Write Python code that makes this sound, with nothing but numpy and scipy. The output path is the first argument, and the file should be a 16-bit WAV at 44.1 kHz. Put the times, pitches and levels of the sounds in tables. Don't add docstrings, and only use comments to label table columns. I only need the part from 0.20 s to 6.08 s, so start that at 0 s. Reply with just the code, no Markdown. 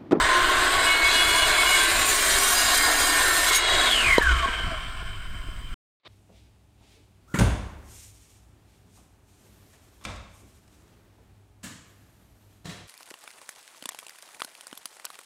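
import sys
import numpy as np
from scipy import signal
from scipy.fft import rfft, irfft
from scipy.io import wavfile
from scipy.ndimage import uniform_filter1d

SR = 44100
rng = np.random.default_rng(int(sys.argv[2]) if len(sys.argv) > 2 else 0)


def gain_from_db(level_db):
    decades = np.asarray(level_db, float) / 20
    return 10 ** decades


def bounce(signal):
    frames = np.transpose(np.atleast_2d(signal))
    limited = np.clip(frames, -1, 1)
    pcm = np.round(limited * 32767).astype(np.int16)
    wavfile.write(sys.argv[1], SR, pcm)


N = 259240

FREE_S, BRAKE_S = 3.4, 3.66
TURN_S, TURN_DB = 3.95, -9.5
CUT_S, SCRAPE_S = 5.5432, 5.8

# t/s, level/dB
BITE = [(0.0, -48), (0.78, -41), (1.16, -36.5), (1.36, -40.5), (1.41, -35.5), (1.85, -34.5), (1.9, -28.5),
        (1.93, -33), (2.26, -30.5), (3.1, -34.5), (3.22, -32), (3.3, -31.5), (3.31, -42), (3.36, -26.5),
        (3.41, -43), (3.44, -49)]


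def evened(x):
    return x / np.sqrt(np.mean(abs(x) ** 2) + 1e-20)


def curves(rows):
    s, *columns = np.transpose(rows)
    return [np.interp(np.arange(N) / SR, s, c) for c in columns]


def step(s, db):
    return gain_from_db(db * np.clip((np.arange(N) / SR - s) / 0.03, 0, 1))


def bumps(rows):
    t = np.arange(N) / SR
    return gain_from_db(sum(db * np.exp(-((t - s) / half) ** 2) for s, half, db in rows))


def wander(count, hz):
    r = np.exp(-2 * np.pi * hz / SR)
    z = rng.standard_normal(count + 4000) + 1j * rng.standard_normal(count + 4000)
    smooth = signal.lfilter([1], [1, -r], signal.lfilter([1], [1, -r], z))
    return evened(smooth[4000:])


def coloured(x, tone):
    f, db = np.transpose(tone)
    hz = np.fft.rfftfreq(len(x), 1 / SR)
    gain = gain_from_db(np.interp(np.log(hz + 1), np.log(f + 1), db, left=-80, right=-80))
    return evened(irfft(rfft(x) * gain, len(x)))


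def streaky_noise(tone, patch_db, streak_db):
    frames = N // 512 + 5
    a, b, patches, streaks = rng.standard_normal((frames, 1025, 4)).T
    patches = evened(uniform_filter1d(uniform_filter1d(patches, size=24, axis=0), size=7, axis=1))
    streaks = evened(uniform_filter1d(uniform_filter1d(streaks, size=2, axis=0), size=60, axis=1))
    z = (a + 1j * b) * gain_from_db(patch_db * patches + streak_db * streaks)
    noise = signal.istft(z, nperseg=2048, noverlap=1536)[1][:N]
    return coloured(noise, tone)


def speed():
    # t/s, gear mesh f/Hz
    mesh_points = [(0, 3620), (.22, 3758), (.45, 3905), (.75, 4015), (1.12, 4083), (1.42, 4060),
                   (1.75, 3985), (2.17, 3846), (2.32, 3754), (2.62, 3670), (2.92, 3626), (3.22, 3614),
                   (3.4, 3830), (3.66, 3838)]
    crawl_hz, brake_per_s = 200, 2.4
    braked_s = np.maximum(np.arange(N) / SR - BRAKE_S, 0)
    return crawl_hz + (curves(mesh_points)[0] - crawl_hz) * np.exp(-brake_per_s * braked_s)


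def spells(mesh_hz):
    # swells from t/s, full t/s, fades from t/s, gone t/s, level/dB
    singing = [
        [(-.3, .8, 1.6, 2.7, -33.5), (3.28, 3.36, 3.716, 3.72, -31)],
        [(1.3, 2.1, 2, 3.2, -28), (2.2, 2.6, 2.7, 3.0, -27.5), (2.6, 2.95, 3.23, 3.5, -25)],
        [(-.3, 0.15, 0.17, 1.6, -24.5), (.2, .7, 1.9, 2.5, -36.5), (3.4, 3.62, 3.66, 3.74, -31)],
        [(.45, 1, 1.5, 2.5, -29)],
        [(-0.55, 0.43, 1.33, 5, -56)],
    ]
    # f/Hz, width/Hz, level/dB
    flares = [(3140, 1100, -25), (2460, 180, -34.5), (2125, 830, -20), (1724, 90, -18.5),
              (1548, 230, -12.5), (1118, 200, -26.5), (658, 100, -38.5)]
    t = np.arange(N) / SR
    depth_db = 26.5
    gains = []
    for rows in singing:
        gain = 0
        for start, full, fade, gone, db in rows:
            before = np.maximum((full - t) / (full - start), 0)
            after = np.maximum((t - fade) / (gone - fade), 0)
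            gain = gain + gain_from_db(db - depth_db * (before + after))
        gains.append(gain)
    flare = sum(gain_from_db(db) / (1 + (2 * (mesh_hz - f) / w) ** 2) ** 2 for f, w, db in flares)
    gains[0] = gains[0] + flare * (t > BRAKE_S)
    return gains


def plate_steps(x):
    steel_modes = [3325, 3000, 2860, 2400, 2150, 1490, 1100]
    out = x.copy()
    r = np.exp(-np.pi * 22 / SR)
    for hz in steel_modes:
        poles = [1, -2 * r * np.cos(2 * np.pi * hz / SR), r * r]
        out += 1.6 * signal.lfilter([(1 - r * r) / 2, 0, (r * r - 1) / 2], poles, x)
    return out


def whine():
    orders = [1, .5, .281, .526, 3.02]
    flutters = [1.4, .08, .5, .3, .5]
    # delay/ms, level/dB
    stud_echoes = [(9, -24.5), (17, -23.5), (26, -21), (38, -11.5)]
    # start t/s, end t/s, start f/Hz, end f/Hz, level/dB
    hums = [
        (.1, .6, 358, 370, -40),
        (1.35, 2.45, 452, 384, -44),
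        (1.6, 2.75, 264, 226, -49),
        (2.8, 3.2, 378, 376, -46),
        (3.6, 3.88, 250, 235, -45),
    ]
    mesh_hz = speed()
    strengths = spells(mesh_hz)
    turns = np.cumsum(mesh_hz) / SR
    braking = np.clip(-np.gradient(mesh_hz) * SR / 5000, 0, 1)
    out = np.zeros(N)
    for order, share, gain in zip(orders, flutters, strengths):
        flutter = share * (1 - braking) * wander(N, 30 * share)
        chatter = 1.3 * braking ** 3 * wander(N, 120)
        tone = (1 + flutter + chatter) * np.exp(2j * np.pi * order * turns)
        out += gain * gain_from_db(-3) * np.sqrt(2) * tone.real
    streak = wander(N, 130) * np.exp(2j * np.pi * 0.91 * turns)
    out += strengths[0] * gain_from_db(-3.5) * braking ** 4 * streak.real
    falling = plate_steps(out * braking)
    echoes = sum(gain_from_db(db) * np.roll(falling, round(ms * SR / 1000)) for ms, db in stud_echoes)
    out = out * (1 - braking) + falling + echoes
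    for start, end, hz, last_hz, db in hums:
        t = np.arange(round(start * SR), round(end * SR))
        glide = np.cumsum(np.linspace(hz, last_hz, len(t))) / SR
        swell = signal.windows.tukey(len(t), 0.3)
        out[t] += gain_from_db(db) * np.sqrt(2) * swell * np.sin(2 * np.pi * glide)
    return out


def coasting(driven_db, loss_db, bend, rest_db):
    braked_s = np.maximum(np.arange(N) / SR - BRAKE_S, 0)
    return gain_from_db(driven_db - loss_db * braked_s ** bend) + gain_from_db(rest_db)


def bite():
    middle_db = -37.5
    return (curves(BITE)[0] - middle_db) * (np.arange(N) / SR < FREE_S)


def motor():
    # f/Hz, level per Hz/dB
    roar_tone = [(90, -42.5), (170, -20.5), (300, -10), (600, -4.5), (880, -6.5), (1070, 2), (1260, -3),
                 (1550, 2.5), (1950, -5), (2170, -1.5), (2450, -9), (3200, -5.5), (4500, -11),
                 (6000, -66.5)]
    # f/Hz, level per Hz/dB
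    coast_tone = [(150, -30.5), (300, -21.5), (660, -12.5), (880, -17.5), (1080, -2.5), (1200, -7.5),
                  (1550, -2.5), (1950, -11.5), (2180, -6.5), (2750, -14.5), (3050, -2.5), (3400, -16),
                  (4900, -28.5), (6000, -27.5)]
    # f/Hz, level per Hz/dB
    rush_tone = [(1060, -18.5), (1800, 4), (2000, -31), (2200, 6.5), (2700, -31), (2810, -11.5),
                 (3550, -1.5), (3960, 2), (5390, -11.5), (7210, -4.5), (9000, -8), (11700, -54),
                 (19800, -120)]
    # f/Hz, width/Hz, level/dB
    brush_peaks = [(8320, 830, 3.5), (7680, 170, -1.5), (4950, 390, 3)]
    # t/s, half length/s, level/dB
    rush_swells = [
        (.1, .2, 3),
        (.9, 0.12, 3),
        (3.36, 0.057, 7),
        (3.6, 0.26, 1.5),
    ]
    mesh_hz = speed()
    blade_turns = np.cumsum(mesh_hz) / SR / 48
    throb = 1 + 0.081 * np.cos(2 * np.pi * blade_turns) + 0.12 * wander(N, 60).real
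    driven = np.clip((mesh_hz - 1550) / 1900, 0, 1)
    surge_db = wander(N, 6) * step(FREE_S, -14)

    hz = np.fft.rfftfreq(N, 1 / SR)
    peaks = sum(gain_from_db(db) / (1 + (2 * (hz - f) / w) ** 2) for f, w, db in brush_peaks)
    brush = evened(irfft(rfft(rng.standard_normal(N)) * peaks, N))
    brush *= coasting(driven_db=-36, loss_db=12.5, bend=1, rest_db=-52)
    brush *= step(TURN_S, TURN_DB) * gain_from_db(3.8 * surge_db.imag)

    roar = np.sqrt(driven) * streaky_noise(roar_tone, 1.2, 2.4)
    roar += np.sqrt(1 - driven) * streaky_noise(coast_tone, 1.2, 2.8)
    roar *= coasting(driven_db=-21, loss_db=13.5, bend=2.5, rest_db=-40.5)
    roar *= step(BRAKE_S + 0.027, -2.5) * gain_from_db(-0.2 * bite() - 2)

    air = streaky_noise(rush_tone, 1.2, 2.6)
    air *= coasting(driven_db=-25, loss_db=36.5, bend=2.1, rest_db=-56) * bumps(rush_swells)
    air *= gain_from_db(0.44 * bite() + 2.8 * surge_db.real - 5.5)
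    return throb * (roar + air + brush)


def ground(x):
    delay_ms, dull_hz, echo_db = 2.873, 820, -6
    f = np.fft.rfftfreq(N, 1 / SR)
    delay = np.exp(-2j * np.pi * f * delay_ms / 1000)
    echo = gain_from_db(echo_db) * delay / np.sqrt(1 + (f / dull_hz) ** 6)
    return irfft(rfft(x) * (1 + echo), N)


def blade():
    # start t/s, end t/s, f/Hz, level/dB
    rings = [(0.62, 0.85, 2904.0, -31), (0.6, 1.95, 2552.0, -38), (0.55, 1.7, 2205, -33),
             (0.64, 0.93, 2206, -25.5), (1.4, 2.1, 2382.0, -39), (0.7, 1.3, 4360.0, -38.8),
             (0.8, 1.05, 4002.0, -34.1), (0.8, 1.25, 4896.0, -40.7), (0.83, 1.1, 3381, -27),
             (0.9, 2.0, 10680.0, -43.5), (1.0, 1.4, 1631.0, -35.9), (0.9, 1.3, 2904.0, -29.5),
             (1.0, 2.0, 7343.0, -41.9), (1.05, 1.7, 3381, -32), (1.42, 1.63, 2904, -30),
             (1.35, 1.65, 2206, -23.5), (1.5, 1.72, 1561.0, -28.8), (2.0, 2.8, 7066.0, -41.2),
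             (2.0, 3.0, 3173.0, -39.0), (2.3, 3.0, 6554.0, -41), (1.9, 2.3, 5771.0, -41),
             (2.3, 3.1, 1655.0, -36.6), (2.3, 3.0, 4834.0, -37), (2.55, 2.75, 2132.0, -32.1),
             (2.9, 3.15, 1580.0, -34.4), (3.27, 3.42, 2178.0, -29.0), (3.28, 3.5, 2140.0, -31.2),
             (3.3, 3.7, 2875.0, -36.5), (3.38, 3.8, 3327.0, -32), (3.9, 5.7, 3080.0, -54)]
    out = np.zeros(N + SR)
    for start, end, hz, db in rings:
        t = np.arange(round(start * SR), round(end * SR))
        flutter = evened(2e7 / (hz ** 2 + 6e6) + wander(len(t), 4 + 0.004 * hz))
        swell = signal.windows.tukey(len(t), min(0.12 / (end - start), 1))
        tone = (flutter * np.exp(2j * np.pi * hz * t / SR)).real
        out[t] += gain_from_db(db + 3) * np.sqrt(2) * swell * tone
    return out[:N]


def spray():
    # t/s, level/dB, decay/s
    splinters = [
        (3.981, -36, .012),
        (4.024, -33, 0.0098),
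    ]
    t = np.arange(N) / SR
    windage = coasting(driven_db=-38.5, loss_db=18, bend=2.1, rest_db=-70.5) * step(TURN_S, TURN_DB)
    windage *= gain_from_db(-32 * np.maximum(BRAKE_S - t, 0))
    grit = sum(gain_from_db(db) * (t > s) * np.exp(-np.maximum(t - s, 0) / decay) for s, db, decay in splinters)
    cutting = gain_from_db(curves(BITE)[0] + 5) * np.clip((BITE[-1][0] - t) / 0.041, 0, 1)
    return cutting + windage + grit


def plate():
    # f/Hz, level/dB
    plate_modes = [(2406, -47), (2719, -48), (2869, -42), (3171, -44), (3811, -46), (4210, -48),
                   (4527, -50), (4840, -45), (5023, -49), (5313, -52), (5766, -48), (6557, -47),
                   (6928, -49), (7068, -46), (7257, -48), (7450, -47), (7531, -48), (8231, -48),
                   (8603, -48), (9383, -49), (9728, -52), (10174, -50), (10654, -51), (10750, -52),
                   (11090, -53), (11876, -53), (12236, -56), (12888, -57)]
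    frames, hz = N // 1024 + 5, np.fft.rfftfreq(4096, 1 / SR)
    a, b = rng.standard_normal((frames, len(hz), 2)).T
    comes = evened(uniform_filter1d(rng.standard_normal((frames, len(plate_modes))), size=10, axis=0)).T
    gain = 0
    for (f, db), c in zip(plate_modes, comes):
        gain = gain + gain_from_db(db + 4 * c) / (1 + ((hz[:, None] - f) / (7 + 0.0015 * f)) ** 2)
    murmur = signal.istft((a + 1j * b) * gain, nperseg=4096, noverlap=3072)[1][:N]
    return spray() * gain_from_db(0.14) * evened(murmur)


def chips():
    # f/Hz, level per Hz/dB
    chip_tone = [(2940, -40.5), (5000, -10), (5420, -2.5), (6620, -2.5), (7170, -2), (7850, -12),
                 (8510, 4.5), (10100, -4.5), (13600, -6), (15600, -11.5)]
    sizes = gain_from_db(4.5 * np.minimum(rng.exponential(1, N), 5))
    snaps = rng.standard_normal(N) * sizes * (rng.random(N) < 6000 / SR)
    mix = 0.35 * coloured(snaps, chip_tone) + streaky_noise(chip_tone, 1.5, 3.6)
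    gusts = gain_from_db(2.75 * wander(N, 30).real)
    return spray() * evened(mix * gusts)


def offcut():
    # f/Hz, level/dB, time to fall 60 dB/s
    wood_modes = [(473, 12.5, 0.012), (940, -2.5, 0.065), (1770, -8.5, 0.04), (2050, -18.5, 0.058),
                  (3075, -2, 0.017), (3973, -6.5, 0.048)]
    # t/s, peak level/dB, pitch factor, ring time factor
    knocks = [
        (3.982, -5, 1.01, 0.85),
        (4.009, -25, 0.88, 0.55),
        (4.027, -38, 0.5, 0.92),
        (4.259, -24, 0.88, 0.32),
        (4.284, -34, 0.5, 2.3),
        (4.407, -37, 0.49, 0.74),
        (4.52, -38, 0.59, 2.1),
        (4.826, -43, 0.91, 0.91),
        (5.285, -44, 0.68, 1.8),
    ]
    out, t = np.zeros(N + SR), np.arange(SR // 2) / SR
    for s, db, pitch, slow in knocks:
        ring = sum(gain_from_db(d - 60 * t / (t60 * slow)) * np.sin(2 * np.pi * f * pitch * t)
                   for f, d, t60 in wood_modes)
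        out[round(s * SR):][:len(t)] += gain_from_db(db) * ring * (1 - np.exp(-t / 0.00015))
    out = signal.sosfilt(signal.butter(2, 190, "high", fs=SR, output="sos"), out)
    thud_s, thud_hz, thud_db, rise_s = 4.005, 62, -18, 0.105
    swell = (t / rise_s * np.exp(1 - t / rise_s)) ** 3
    out[round(thud_s * SR):][:len(t)] += gain_from_db(thud_db) * swell * np.sin(2 * np.pi * thud_hz * t)
    return out[:N]


def gusting():
    # t/s, level/dB
    gust_times = [(.03, -32), (.25, -32), (.39, -37), (.57, -40), (.85, -41), (1.08, -40), (1.27, -33.5),
                  (1.78, -39.5), (2.15, -37), (2.62, -39.5), (2.82, -40.5), (3.06, -45), (3.56, -31.5),
                  (3.9, -30.5), (4.02, -28.5), (4.14, -26), (4.46, -30.5), (4.88, -43), (5.12, -39),
                  (5.26, -42), (5.519, -42.5)]
    t = np.arange(N) / SR
    breeze = gain_from_db(-37 + 4 * np.clip((t - 3.7) / 0.19, 0, 1))
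    return breeze + sum(gain_from_db(db) * np.exp(-((t - s) / 0.04) ** 2) for s, db in gust_times)


def wind():
    # f/Hz, level per Hz/dB
    wind_tone = [(7.1, -25), (12, 18.5), (27, 10), (51, 9), (195, -12.5), (258, -17), (326, -23.5),
                 (361, -20), (400, -24.5), (520, -31.5), (880, -120)]
    swings = coloured(rng.standard_normal(N), wind_tone)
    power = uniform_filter1d(uniform_filter1d(swings ** 2, size=3000), size=3000)
    steady = swings / np.sqrt(abs(power) + 0.0092)
    return gusting() * steady


def scrape():
    # t/s, level/dB
    fade_in = [(5.8, -79), (5.832, -87), (5.835, -67), (5.848, -67), (5.851, -51), (5.865, -46.5),
               (5.88, -44)]
    # f/Hz, level per Hz/dB
    scrape_tone = [(59, -60), (100, -17), (654, -13), (917, -14.5), (1230, -13), (1430, -18.5),
                   (2220, -13.5), (2690, -18), (3850, -13), (5280, -31), (15500, -61)]
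    grit = rng.standard_normal(N) * gain_from_db(2.3 * wander(N, 300).real)
    return gain_from_db(curves(fade_in)[0]) * coloured(grit, scrape_tone) * (np.arange(N) / SR > SCRAPE_S)


def scene():
    # t/s, half length/s, level/dB
    lurches = [
        (0.783, 0.038, -2.5),
        (3.417, .05, -3),
        (3.588, 0.089, 2),
    ]
    saw = bumps(lurches) * (ground(motor() + whine()) + blade() + plate() + chips())
    self_noise = gain_from_db(-60) * rng.standard_normal(N)
    before_cut = np.clip((CUT_S - np.arange(N) / SR) / 0.0013, 0, 1)
    return ((saw + offcut() + wind() + self_noise) * before_cut + scrape())[None]


def top_cut(x):
    return signal.sosfilt(signal.butter(12, 15710, fs=SR, output="sos"), x)


def record(dry):
    over_db = np.maximum(20 * np.log10(abs(dry[0]) + 1e-9) + 8.5, 0)
    fall = np.arange(N) * 90 / SR
    duck_db = np.maximum.accumulate(over_db + fall) - fall
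    late = np.roll(uniform_filter1d(duck_db, size=90), 130)
    mix = 0.7 * np.tanh(dry / gain_from_db(0.4 * late) / 0.81)
    return top_cut(mix)


dry = scene()
out = record(dry)
bounce(out)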